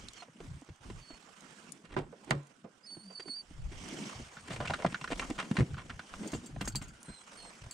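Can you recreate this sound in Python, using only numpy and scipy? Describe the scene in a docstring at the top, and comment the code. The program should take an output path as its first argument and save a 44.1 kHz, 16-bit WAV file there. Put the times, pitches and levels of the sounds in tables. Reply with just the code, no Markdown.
"""On a snowy forest road, someone wearing a camera walks to a car, pulls the door open and leans in.
A dog whines through its nose in high, nearly pure whistles. Steps, paws and lead strike trim and floor
into damped resonance, the door skin booms, and the lead's metal clasp jingles in the footwell.
Friction makes the jacket swish, and the camera mount carries every move to the microphones as rumble."""
import sys
import numpy as np
from scipy import signal
from scipy.io import wavfile
from scipy.ndimage import uniform_filter1d

SR = 44100
rng = np.random.default_rng(int(sys.argv[2]) if len(sys.argv) > 2 else 0)


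def wav_record(signal):
    """Record a signal, one row per channel, as 16-bit PCM in the file named by sys.argv[1]."""
    frames = np.transpose(np.atleast_2d(signal))
    bounded = np.clip(frames, -1, 1)
    # unit amplitude maps onto the largest positive 16-bit level
    quanta = np.round(bounded * 32767).astype(np.int16)
    wavfile.write(sys.argv[1], SR, quanta)


N = 340893

# the side on which the action lies: (time [s], left minus right [dB])
BALANCE = [(0, -4.5), (2, -12), (2.9, -17.5), (3.4, -10), (4.4, -1), (7.73, -3)]


def dog():
    """Nasal whistling: a long whine, amplitude-modulated into throbs midway, and shorter whimpers."""
    # the long whine: (time [s], pitch [Hz], level [dB])
    whine = [(2.858, 4590, -64), (2.872, 4500, -54), (2.938, 4503, -49), (2.982, 4385, -63),
             (3.019, 4420, -62), (3.095, 4675, -56), (3.136, 4630, -54), (3.168, 4490, -44),
             (3.190, 4520, -46), (3.206, 4710, -48), (3.234, 4640, -51), (3.245, 4590, -68),
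             (3.275, 4500, -54), (3.31, 4433, -43), (3.336, 4435, -42.5), (3.352, 4627, -46),
             (3.378, 4700, -43), (3.394, 4580, -48), (3.41, 4589, -44), (3.43, 4630, -80)]
    # an early, wavering whine: (time [s], pitch [Hz], level [dB])
    waver = [(0.998, 4560, -72), (1.046, 4432, -61), (1.076, 4474, -65), (1.094, 4498, -59),
             (1.116, 4372, -57), (1.175, 4360, -72)]
    # (start [s], length [s], first pitch [Hz], last pitch [Hz], level [dB], octave [dB], rise [share])
    whimpers = [(0.156, 0.064, 4600, 4160, -51, -87, 1), (2.83, 0.045, 4880, 5200, -52.5, -82, 0.68),
                (7.002, 0.091, 4740, 4730, -81, -64.5, 0.39),
                (7.055, 0.177, 4130, 4050, -55.5, -64.5, 0.56), (7.369, 0.13, 4410, 4150, -51.5, -63, 0.25)]
    out, pan_db = np.zeros((2, N)), -6
    # the octave follows part of each swell and weakens as the pitch climbs
    with_octave = [(s, hz, db, -64 + 0.35 * (db + 43) - 0.0317 * (hz - 4644)) for s, hz, db in whine]
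    start, tone = whistle(with_octave, wobble=0.0022, sway_db=1.5, alias_db=-3)
    t = start + np.arange(len(tone)) / SR
    from_s, to_s, throb_hz = 3.025, 3.25, 41.5
    throbs = (t > from_s) * (t < to_s) * np.cos(np.pi * throb_hz * (t - from_s)) ** 4
    add(out, start, tone * gain_of(-11 * uniform_filter1d(throbs, size=100)), pan_db)
    add(out, *whistle(waver, wobble=0.0049), pan_db)
    for row in whimpers:
        add(out, *whistle(whimper(*row), wobble=0.008), pan_db)
    return out


def whimper(start, length, first_hz, last_hz, db, octave_db, rise):
    """Contour of a linear glide: the fundamental swells and fades while the octave dips slightly."""
    u, rise = np.linspace(0, 1, num=13), np.clip(rise, .1, .9)
    off_peak = np.where(u < rise, (rise - u) / rise, (u - rise) / (1 - rise)) ** 0.52
    pitch = first_hz + u * (last_hz - first_hz)
    return np.transpose([start + u * length, pitch, db - 14 * off_peak, octave_db + 3 * off_peak])


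def whistle(rows, wobble, sway_db=2.5, alias_db=-200):
    """An oscillation with random pitch and amplitude modulation, one harmonic for each level column."""
    s, hz, *levels_db = np.transpose(rows)
    t = np.arange(s[0], s[-1], 1 / SR)
    drift, sway = (evened(uniform_filter1d(uniform_filter1d(v, size=400), size=400))
                   for v in rng.standard_normal((2, len(t))))
    pitch = uniform_filter1d(np.interp(t, s, hz), size=400) * (1 + wobble * drift)
    cycles = np.cumsum(pitch) / SR
    gains = [gain_of(np.interp(t, s, db)) for db in levels_db]
    tone = sum(gain * np.sin(2 * np.pi * k * cycles) for k, gain in enumerate(gains, 1))
    alias_rate_hz = 24100  # the recorder aliases the octave into a faint, thin tone near 15 kHz
    tone += gains[-1] * gain_of(alias_db) * np.sin(2 * np.pi * (alias_rate_hz * t - 2 * cycles))
    ends = np.clip(np.minimum(t - s[0], s[-1] - t) / 0.0021, 0, 1)
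    rasp = 1 + 0.07 * evened(uniform_filter1d(rng.standard_normal(len(t)), size=60))
    return s[0], np.sqrt(2) * tone * gain_of(sway_db * sway) * rasp * ends


def knocks():
    """Impact excitation: each blow rings the struck part, with a scuff, a crack and a thump of weight."""
    # steps, paws and lead on trim and floor:
    # (time [s], level [dB], resonance [Hz], contact t60 [s], relative thump [dB], relative crack [dB])
    blows = [(0.222, -43, 770, 0.065, -28, 0.5), (0.283, -49.5, 473, 0.038, -4, -20),
             (0.404, -39.5, 397, 0.035, -32, -1.5), (0.62, -42.5, 281, 0.02, -41, -12),
             (0.689, -45.5, 337, 0.046, -8.5, -3.5), (0.9, -41, 390, 0.022, -3, -2.5),
             (1.105, -42.5, 271, 0.034, -30, -3), (1.84, -49.5, 1140, 0.2, -2.5, 0.5),
             (1.894, -46, 316, 0.29, -21, 5), (1.965, -27, 348, 0.17, -4.5, -8.5),
             (2.126, -43.5, 557, 0.1, -18, -28), (2.272, -37, 347, 0.38, -22, -4.5),
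             (2.309, -29.5, 1860, 0.015, 3, 11.5), (2.643, -43.5, 488, 0.15, 0, -24),
             (2.969, -45, 330, 0.022, -4.5, -24), (3.102, -48, 530, 0.1, -34, -7),
             (3.197, -42.5, 405, 0.039, -36, 5.5), (3.257, -44.5, 366, 0.038, -15, -22),
             (3.278, -41, 271, 0.06, -42, 2), (3.509, -44.5, 263, 0.041, -13, -12),
             (3.712, -44.5, 314, 0.16, -8, 3), (4.197, -39.5, 263, 0.07, -8, -30),
             (4.369, -39.5, 1480, 0.081, -9, -12), (4.482, -46.5, 325, 0.065, -9, 9.5),
             (4.502, -39, 280, 0.14, 2, 9), (4.559, -42, 480, 0.11, -11, 9),
             (4.603, -30, 625, 0.11, -7, -2.5), (4.648, -37, 1480, 0.13, -2.5, 6),
             (4.675, -29.5, 2600, 0.054, -38, -6), (4.699, -24, 773, 0.09, -14, -3.5),
             (4.737, -24.5, 1510, 0.051, -40, -4), (4.783, -35.5, 590, 0.25, -21, -2),
             (4.823, -35, 925, 0.029, -20, 4), (4.847, -16.5, 620, 0.064, -8.5, -18),
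             (4.863, -33, 493, 0.035, -15, 4.5), (4.924, -41, 2670, 0.034, 3.5, 8),
             (4.945, -23.5, 1520, 0.029, -52, -38), (5.013, -42.5, 1180, 0.025, 1.5, 10),
             (5.043, -28.5, 1240, 0.036, -38, -1.5), (5.076, -33, 1570, 0.064, -31, -25),
             (5.104, -33, 526, 0.053, -9, 2), (5.119, -27, 272, 0.059, -14, 1),
             (5.1956, -27.5, 2200, 0.037, -29, 2.5), (5.218, -30, 1160, 0.13, -24, -21),
             (5.299, -28, 305, 0.1, -11, -3), (5.381, -32.5, 1280, 0.18, -8.5, 5.5),
             (5.398, -28.5, 1350, 0.072, -16, -1), (5.512, -28, 207, 0.053, 3, -4.5),
             (5.553, -36, 273, 0.073, -18.5, -3.5), (5.568, -25.5, 1570, 0.054, -37, 1.5),
             (5.585, -19, 142, 0.088, -14, -10), (5.606, -14.5, 132.5, 0.077, -6, -11),
             (5.744, -39.5, 1420, 0.023, -20, -18), (5.77, -38, 1275, 0.16, -4, -1.5),
             (5.897, -34, 1370, 0.096, -10, -6), (5.994, -34, 1550, 0.043, -11.5, -2.5),
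             (6.139, -35, 1345, 0.026, -30, -1), (6.232, -40.5, 373, 0.07, -6, 0.5),
             (6.332, -29.5, 262, 0.083, -13, -4.5), (6.563, -38.5, 675, 0.026, 2, -14),
             (6.61, -40, 1740, 0.046, 8.5, 11.5), (6.675, -38, 272, 0.049, -3.5, 11),
             (6.75, -37.5, 940, 0.05, 2, 2), (6.811, -49.5, 353, 0.15, 10, 10.5),
             (7.082, -49.5, 275, 0.11, 8.5, 1)]
    out, t = np.zeros((2, N)), np.arange(6500) / SR
    draws = rng.standard_normal((len(blows), 4, 2, len(t)))
    draws[:, :, 1] = 0.76 * draws[:, :, 0] + 0.5 * draws[:, :, 1]  # partly coherent at the two ports
    for (s, db, hz, t60, thump_db, crack_db), (a, b, c, d) in zip(blows, draws):
        rise = np.minimum(t / (0.00043 + 0.27 * t60 ** 2), 1)  # long contacts are scrapes that build up
        stutter = gain_of(4.83 * evened(uniform_filter1d(a[1], size=150)))  # stick and slip
        contact = gain_of(-60 * t / t60) * rise * stutter
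        strike = 1.07 * (t == 0) * np.linalg.norm(contact) * (0.035 / t60)  # short contacts start hard
        mode = np.sin(2 * np.pi * hz * t) * gain_of(-60 * t * (hz / 58 + 2 / t60)) * rise
        hollow = band(a[0] * contact + strike, 0.734 * hz, 1.107 * hz)
        hollow = peaked(band(hollow, 0.83 * hz, 1.88 * hz))
        upper = peaked(band(c * contact + strike, 2.22 * hz, 2.63 * hz))
        scuff = peaked(band(b * contact + strike, .5 * hz, 2 * hz))
        body = peaked(1.08 * mode + 0.89 * hollow + 0.18 * upper + scuff)
        thump = peaked(band((c[0] + 5.5 * (t == 0)) * gain_of(-60 * t / 0.11), 119.5, 231))
        crack = band(d * contact ** 1.04 + 0.18 * strike, 400, 2990)
        crack = peaked(crack + 0.17 * band(d * contact ** 1.2, 2100, 10700))
        pan_db = np.interp(s, *np.transpose(BALANCE)) * min(hz / 900, 1)  # bass reaches both ports alike
        add(out, s, gain_of(db) * (body + gain_of(crack_db) * crack), pan_db)
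        add(out, s, gain_of(db + thump_db) * thump)
    return out


def door():
    """Panel resonance: handle and latch set the door skin booming and its linkage rattling."""
    # handle, then latch: (time [s], level [dB])
    blows = [(1.966, -33), (2.313, -32)]
    # modes of the door skin: (frequency [Hz], level [dB], t60 [s])
    skin_modes = [(142, 0, 0.21), (305.6, -15, 0.25), (558, -5, 0.14)]
    out, t = np.zeros((2, N)), np.arange(16000) / SR
    for s, db in blows:
        force = rng.standard_normal(len(t)) * gain_of(-60 * t / 0.13)
        add(out, s, gain_of(db) * resonate(skin_modes, force, spread_db=2.5))
        decay = gain_of(-60 * t / 0.071) + 0.062 * gain_of(-60 * t / 0.5)
        rattle = peaked(band(rng.standard_normal((2, len(t))) * decay, 357, 1350))
        add(out, s, gain_of(db + 10) * rattle, pan_db=-5)
    return out


def door_groan():
    """The door check groans in a low, falling tone with random frequency modulation."""
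    # (time [s], pitch [Hz], level [dB])
    groan = [(3.0, 236, -67), (3.078, 191.3, -51.5), (3.15, 182, -70)]
    out = np.zeros((2, N))
    add(out, *whistle(groan, wobble=0.018, sway_db=0))
    return out


def clasp():
    """Modal ringing: metal parts collide at each jerk of the lead, favouring the struck part's modes."""
    # (time [s], level [dB], pitch of the struck part [Hz])
    jingles = [(6.2742, -34.5, 6470), (6.318, -38, 6460), (6.338, -41, 7500), (6.36, -45.5, 6700),
               (6.46, -40.5, 6570), (6.6131, -33.5, 3330), (6.654, -36, 6700), (6.677, -27, 8200),
               (6.691, -46, 8450), (6.722, -47, 6660), (6.7558, -22.5, 6900), (6.821, -40, 6630),
               (6.838, -46, 6650), (6.881, -46, 6500), (7.71, -34, 7900)]
    # modes of the clasp: (frequency [Hz], level [dB], t60 [s])
    metal_modes = [(3330, 1.5, 0.018), (4640, 0, 0.03), (6690, 0, 0.028), (7520, 2, 0.022), (8400, 2, 0.02),
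                   (8970, -2, 0.022)]
    out, t = np.zeros((2, N)), np.arange(4000) / SR
    for (s, db, struck_hz), white in zip(jingles, rng.standard_normal((len(jingles), 2, len(t)))):
        chatter = peaked(band(white * gain_of(-60 * t / 0.03), 4360, 10700))
        contacts = white[0] ** 3 * gain_of(-60 * t / 0.072)  # cubing leaves separate spikes
        modes = [(hz * (1 + 0.012 * rng.standard_normal()),
                  mode_db - 12.6 * abs(np.log2(hz / struck_hz)), t60) for hz, mode_db, t60 in metal_modes]
        jingle = peaked(resonate(modes, contacts, spread_db=6.5) + 1.03 * chatter)
        sparkle = band(white[::-1] * gain_of(-60 * t / 0.087), 8600, 19000)
        sparkle = peaked(band(sparkle, 12400, 18000))
        add(out, s, gain_of(db) * (jingle + 2.2 * sparkle))
    return out


def ticks():
    """Broadband transients: ice, zip and seal snap with no resonant body."""
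    # (time [s], peak level [dB], band frequency [Hz], left minus right [dB])
    snaps = [(0.0854, -34, 4200, -6), (0.1345, -39, 8000, 18), (0.614, -47, 8000, -18),
             (0.647, -48, 9000, -13), (0.761, -50, 7000, -12), (1.407, -44, 6400, -15),
             (1.721, -25.5, 10300, 16.5), (2.247, -45, 8000, 10), (2.307, -17, 8100, 2),
             (2.433, -50, 8500, -3), (2.471, -41, 9000, -4), (3.887, -37.5, 6500, -12),
             (5.182, -38, 10000, 0), (5.3017, -31.5, 6200, 2), (7.0303, -29.5, 8800, -4)]
    out, t = np.zeros((2, N)), np.arange(3000) / SR
    for (s, db, hz, pan_db), white in zip(snaps, rng.standard_normal((len(snaps), 2, len(t)))):
        burst = (white + 1.4 * white[::-1]) * gain_of(-60 * t / 0.0097)  # partly alike at the two ports
        edges = 0.66 * hz, 2.74 * hz
        add(out, s, gain_of(db) * peaked(band(band(burst, *edges), *edges)), pan_db)
    return out


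def jacket():
    """Friction noise: fibres slip in a crackling swish; heavier rubbing on seat and snow sounds dull."""
    # moving cloth: (time [s], swish level [dB], dull level [dB])
    rubbing = [(0.0, -54.5, -58.5), (0.24, -70.5, -76), (0.45, -59.5, -56), (0.8, -67.5, -84),
               (0.86, -58.5, -70), (1.5, -60.5, -64), (1.8, -91, -63), (2.25, -64.5, -63),
               (2.7, -73.5, -71), (3.1, -68, -63), (3.64, -62, -66.5), (3.93, -50, -45), (4.08, -49, -44.5),
               (4.28, -54.5, -72), (4.45, -56.5, -61), (4.69, -54.5, -53), (5.0, -52.5, -61.5),
               (5.49, -56, -49), (5.92, -60.5, -59.5), (6.15, -54.5, -61.5), (6.69, -64.5, -63),
               (7.04, -59.5, -63.5), (7.73, -59, -63.5)]
    # scuffs of boot and sleeve: (peak time [s], length [s], swish level [dB], dull level [dB])
    scuffs = [(0.195, 0.17, -56.5, -71), (0.9, 0.25, -83, -58), (1.62, 0.59, -62, -64),
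              (4.53, 0.091, -54, -59), (4.69, 0.11, -56, -71), (5.22, 0.2, -58.5, -46.5),
              (6.3, 0.42, -63, -48), (6.66, 0.14, -56, -75), (7.43, 0.43, -59.5, -83)]
    # light and heavy rubbing: (frequency [Hz], relative density [dB])
    swish_spectrum = [(250, -8.5), (500, -3), (1200, -1.5), (3000, -7), (4000, -12.5), (6000, -11),
                      (9000, -12.5)]
    dull_spectrum = [(100, -82), (140, 7), (200, 14), (400, 2), (1500, -18.5)]
    # the weave sings on a long stroke: (frequency [Hz], width [Hz], relative level [dB])
    weave_peaks = [(2200, 330, -15.5), (3050, 680, -15), (5700, 2000, -21)]
    # strength of that singing: (time [s], relative level [dB])
    stroke = [(0.12, -7), (0.2, 1), (0.27, -14.5), (3.6, -14.5), (3.78, -2), (4.15, -4.5), (4.32, -12)]
    slips = gain_of(3.7 * np.minimum(rng.exponential(1, N), 5)) * (rng.random(N) < 200 / SR)
    crackle = 1 + 0.11 * signal.oaconvolve(slips, np.exp(-np.arange(400) / 53))[:N]
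    swish = evened(noise(swish_spectrum, patchy_db=2.5, flicker_db=2.2) * crackle)
    hz = np.geomspace(1000, 12000, num=200)
    power = sum(gain_of(2 * db) / (1 + (2 * (hz - f) / width) ** 2) ** 2 for f, width, db in weave_peaks)
    weave = noise(list(zip(hz, 10 * np.log10(power))), patchy_db=2, flicker_db=3)
    swish += gain_of(curve(stroke)) * weave
    dull = noise(dull_spectrum, patchy_db=3.5, flicker_db=2.5, size=1024)
    pan = gain_of(np.outer([.5, -.5], curve(BALANCE)))
    swish_gain = gain_of(curve(rubbing)) + humps(scuffs, column=2)
    dull_gain = gain_of(curve(rubbing, column=2)) + humps(scuffs, column=3)
    return pan * swish * swish_gain + dull * dull_gain


def camera_mount():
    """Structure-borne sound: sways and bumps reach the microphones through the case as rumble."""
    # (peak time [s], length [s], sway level [dB], bump level [dB])
    jolts = [(0.05, 0.25, -60, -61.5), (0.43, 0.07, -48, -71), (0.52, 0.15, -60, -41.5),
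             (0.715, 0.079, -74, -53), (0.925, 0.24, -49.5, -45.5), (1.14, 0.034, -56, -75),
             (1.98, 0.22, -49, -51), (2.34, 0.17, -67, -46.5), (3.65, 0.43, -44.5, -46),
             (4.22, 0.16, -71, -47.5), (4.6, 0.45, -61, -49), (4.86, 0.21, -50, -60),
             (5.2, 0.48, -50.5, -57), (5.75, 0.24, -52, -44.5), (5.92, 0.18, -56, -45.5),
             (6.17, 0.18, -54, -63), (6.38, 0.12, -69, -42), (6.57, 0.19, -62, -44),
             (6.76, 0.38, -48, -42.5), (7.11, 0.08, -67, -50.5), (7.42, 0.23, -64, -63.5),
             (7.65, 0.11, -66, -45)]
    # deep sway and higher bump: (frequency [Hz], relative density [dB])
    sway_spectrum = [(15, 2), (30, 3), (55, 14), (80, -23), (150, -57)]
    bump_spectrum = [(30, -23), (60, -4), (125, 1.5), (170, -28), (250, -72)]
    rest_db = -103
    sway = noise(sway_spectrum, patchy_db=2, flicker_db=2.5, size=2048)
    bump = noise(bump_spectrum, patchy_db=3.5, flicker_db=2.5, size=1024)
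    return (gain_of(rest_db) + humps(jolts, column=2)) * sway + humps(jolts, column=3) * bump


def sliding_lead(hz=1480):
    """Friction noise of the sliding lead, heard faintly through one narrow resonance."""
    # (time [s], level [dB])
    slide = [(6.55, -77), (6.65, -62), (7.12, -65), (7.22, -92)]
    resonance = [(.82 * hz, -40), (.92 * hz, 0), (1.08 * hz, 0), (1.2 * hz, -40)]
    return gain_of(curve(slide)) * noise(resonance, patchy_db=1.5, flicker_db=3.5)


def cabin(x, taps_per_s=2000, t60=0.04):
    """Early reflections in the open car, quickly absorbed by padding and different at each port."""
    t = np.arange(5000) / SR
    taps = rng.choice([-1., 1.], (2, len(t))) * (rng.random((2, len(t))) < taps_per_s / SR) * (t > .002)
    taps = band(taps * gain_of(-60 * t / t60), 680, 11300)
    return signal.fftconvolve(x.mean(0)[None], taps / np.linalg.norm(taps[0]), axes=1)[:, :N]


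def air():
    """Ambient noise: a faint broadband hush."""
    # (frequency [Hz], relative density [dB])
    spectrum = [(100, -43), (150, -10), (700, 11), (3000, 6), (4000, -6), (9000, -5)]
    return gain_of(-78.5) * noise(spectrum, patchy_db=3, flicker_db=2, size=1024)


def noise(spectrum, patchy_db, flicker_db, size=512):
    """Partly coherent stereo noise with drifting spectral patches and a flicker common to all bands."""
    # (frequency [Hz], left-right correlation [ratio])
    coherence = [(25, 0.4), (60, 0.97), (200, 0.94), (600, 0.68), (1600, 0.025), (9000, 0.78)]
    hop = size // 4
    frames, hz = N // hop + 5, np.fft.rfftfreq(size, 1 / SR)
    a, b, c, d, patches = rng.standard_normal((frames, len(hz), 5)).T
    patches = evened(uniform_filter1d(uniform_filter1d(patches, size=8, axis=0), size=12, axis=1))
    flicker = evened(uniform_filter1d(rng.standard_normal(frames), size=3))
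    shared = at_frequency(coherence, hz)[:, None]
    left = a + 1j * b
    right = shared * left + np.sqrt(1 - shared ** 2) * (c + 1j * d)
    gain = gain_of(at_frequency(spectrum, hz)[:, None] + patchy_db * patches + flicker_db * flicker)
    _, sound = signal.istft(np.array([left, right]) * gain, nperseg=size, noverlap=size - hop)
    return evened(sound[:, :N])


def resonate(modes, force, spread_db):
    """Modal superposition: a force drives damped sinusoids whose strengths vary from blow to blow."""
    t = np.arange(len(force)) / SR
    ring = sum(gain_of(db + spread_db * rng.standard_normal() - 60 * t / t60) * np.sin(2 * np.pi * hz * t)
               for hz, db, t60 in modes)
    return peaked(signal.fftconvolve(force, ring)[:len(t)])


def humps(rows, column, rise_share=0.47, ends_db=-23.5):
    """Summed rise-and-fall envelopes, one for each row of (peak time [s], length [s], levels [dB])."""
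    t, out = np.arange(N) / SR, np.zeros(N)
    for row in rows:
        lo, hi = (int(np.clip((row[0] + k * row[1]) * SR, 0, N)) for k in (-2, 2))
        u = (t[lo:hi] - row[0]) / row[1]
        off_peak = np.where(u < 0, -u / rise_share, u / (1 - rise_share))
        out[lo:hi] += gain_of(row[column] + ends_db * off_peak ** 2.05)
    return out


def gain_of(db):
    return 10 ** (np.asarray(db) / 20)


def evened(x):
    return x / np.sqrt(np.mean(x ** 2) + 1e-20)


def peaked(x):
    return x / (abs(x).max() + 1e-20)


def at_frequency(points, hz):
    f, value = np.transpose(points)
    return np.interp(np.log(hz + 1), np.log(f + 1), value)


def curve(rows, column=1):
    return np.interp(np.arange(N) / SR, [r[0] for r in rows], [r[column] for r in rows])


def add(mix, s, sound, pan_db=0):
    part = mix[:, round(s * SR):][:, :sound.shape[-1]]
    part += sound[..., :part.shape[1]] * gain_of([[pan_db / 2], [-pan_db / 2]])


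def band(x, lo_hz, hi_hz):
    return signal.sosfilt(signal.butter(2, [lo_hz, min(hi_hz, 20000)], "bandpass", fs=SR, output="sos"), x)


def scene():
    """Superposition of all sources; only the impacts are reflected in the cabin."""
    impacts = knocks() + door() + ticks() + clasp()
    hush = air()
    reflections = gain_of(-8.5) * cabin(impacts)
    return impacts + reflections + dog() + door_groan() + jacket() + sliding_lead() + camera_mount() + hush


def record(dry, cutoff_hz=15800):
    """Low-pass filtering: the microphones lose the top treble, and a steep band limit follows."""
    # microphone response: (frequency [Hz], gain [dB])
    response = [(8800, 1), (10300, -11), (11500, -19.5), (16000, -26)]
    hz = np.linspace(0, SR / 2, num=257)
    colour = signal.firwin2(255, hz, gain_of(at_frequency(response, hz)), fs=SR)
    edge = signal.firwin(511, cutoff_hz, window=("kaiser", 9), fs=SR)
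    return signal.oaconvolve(dry, np.convolve(colour, edge)[None], "same")


dry = scene()
out = record(dry)
wav_record(out)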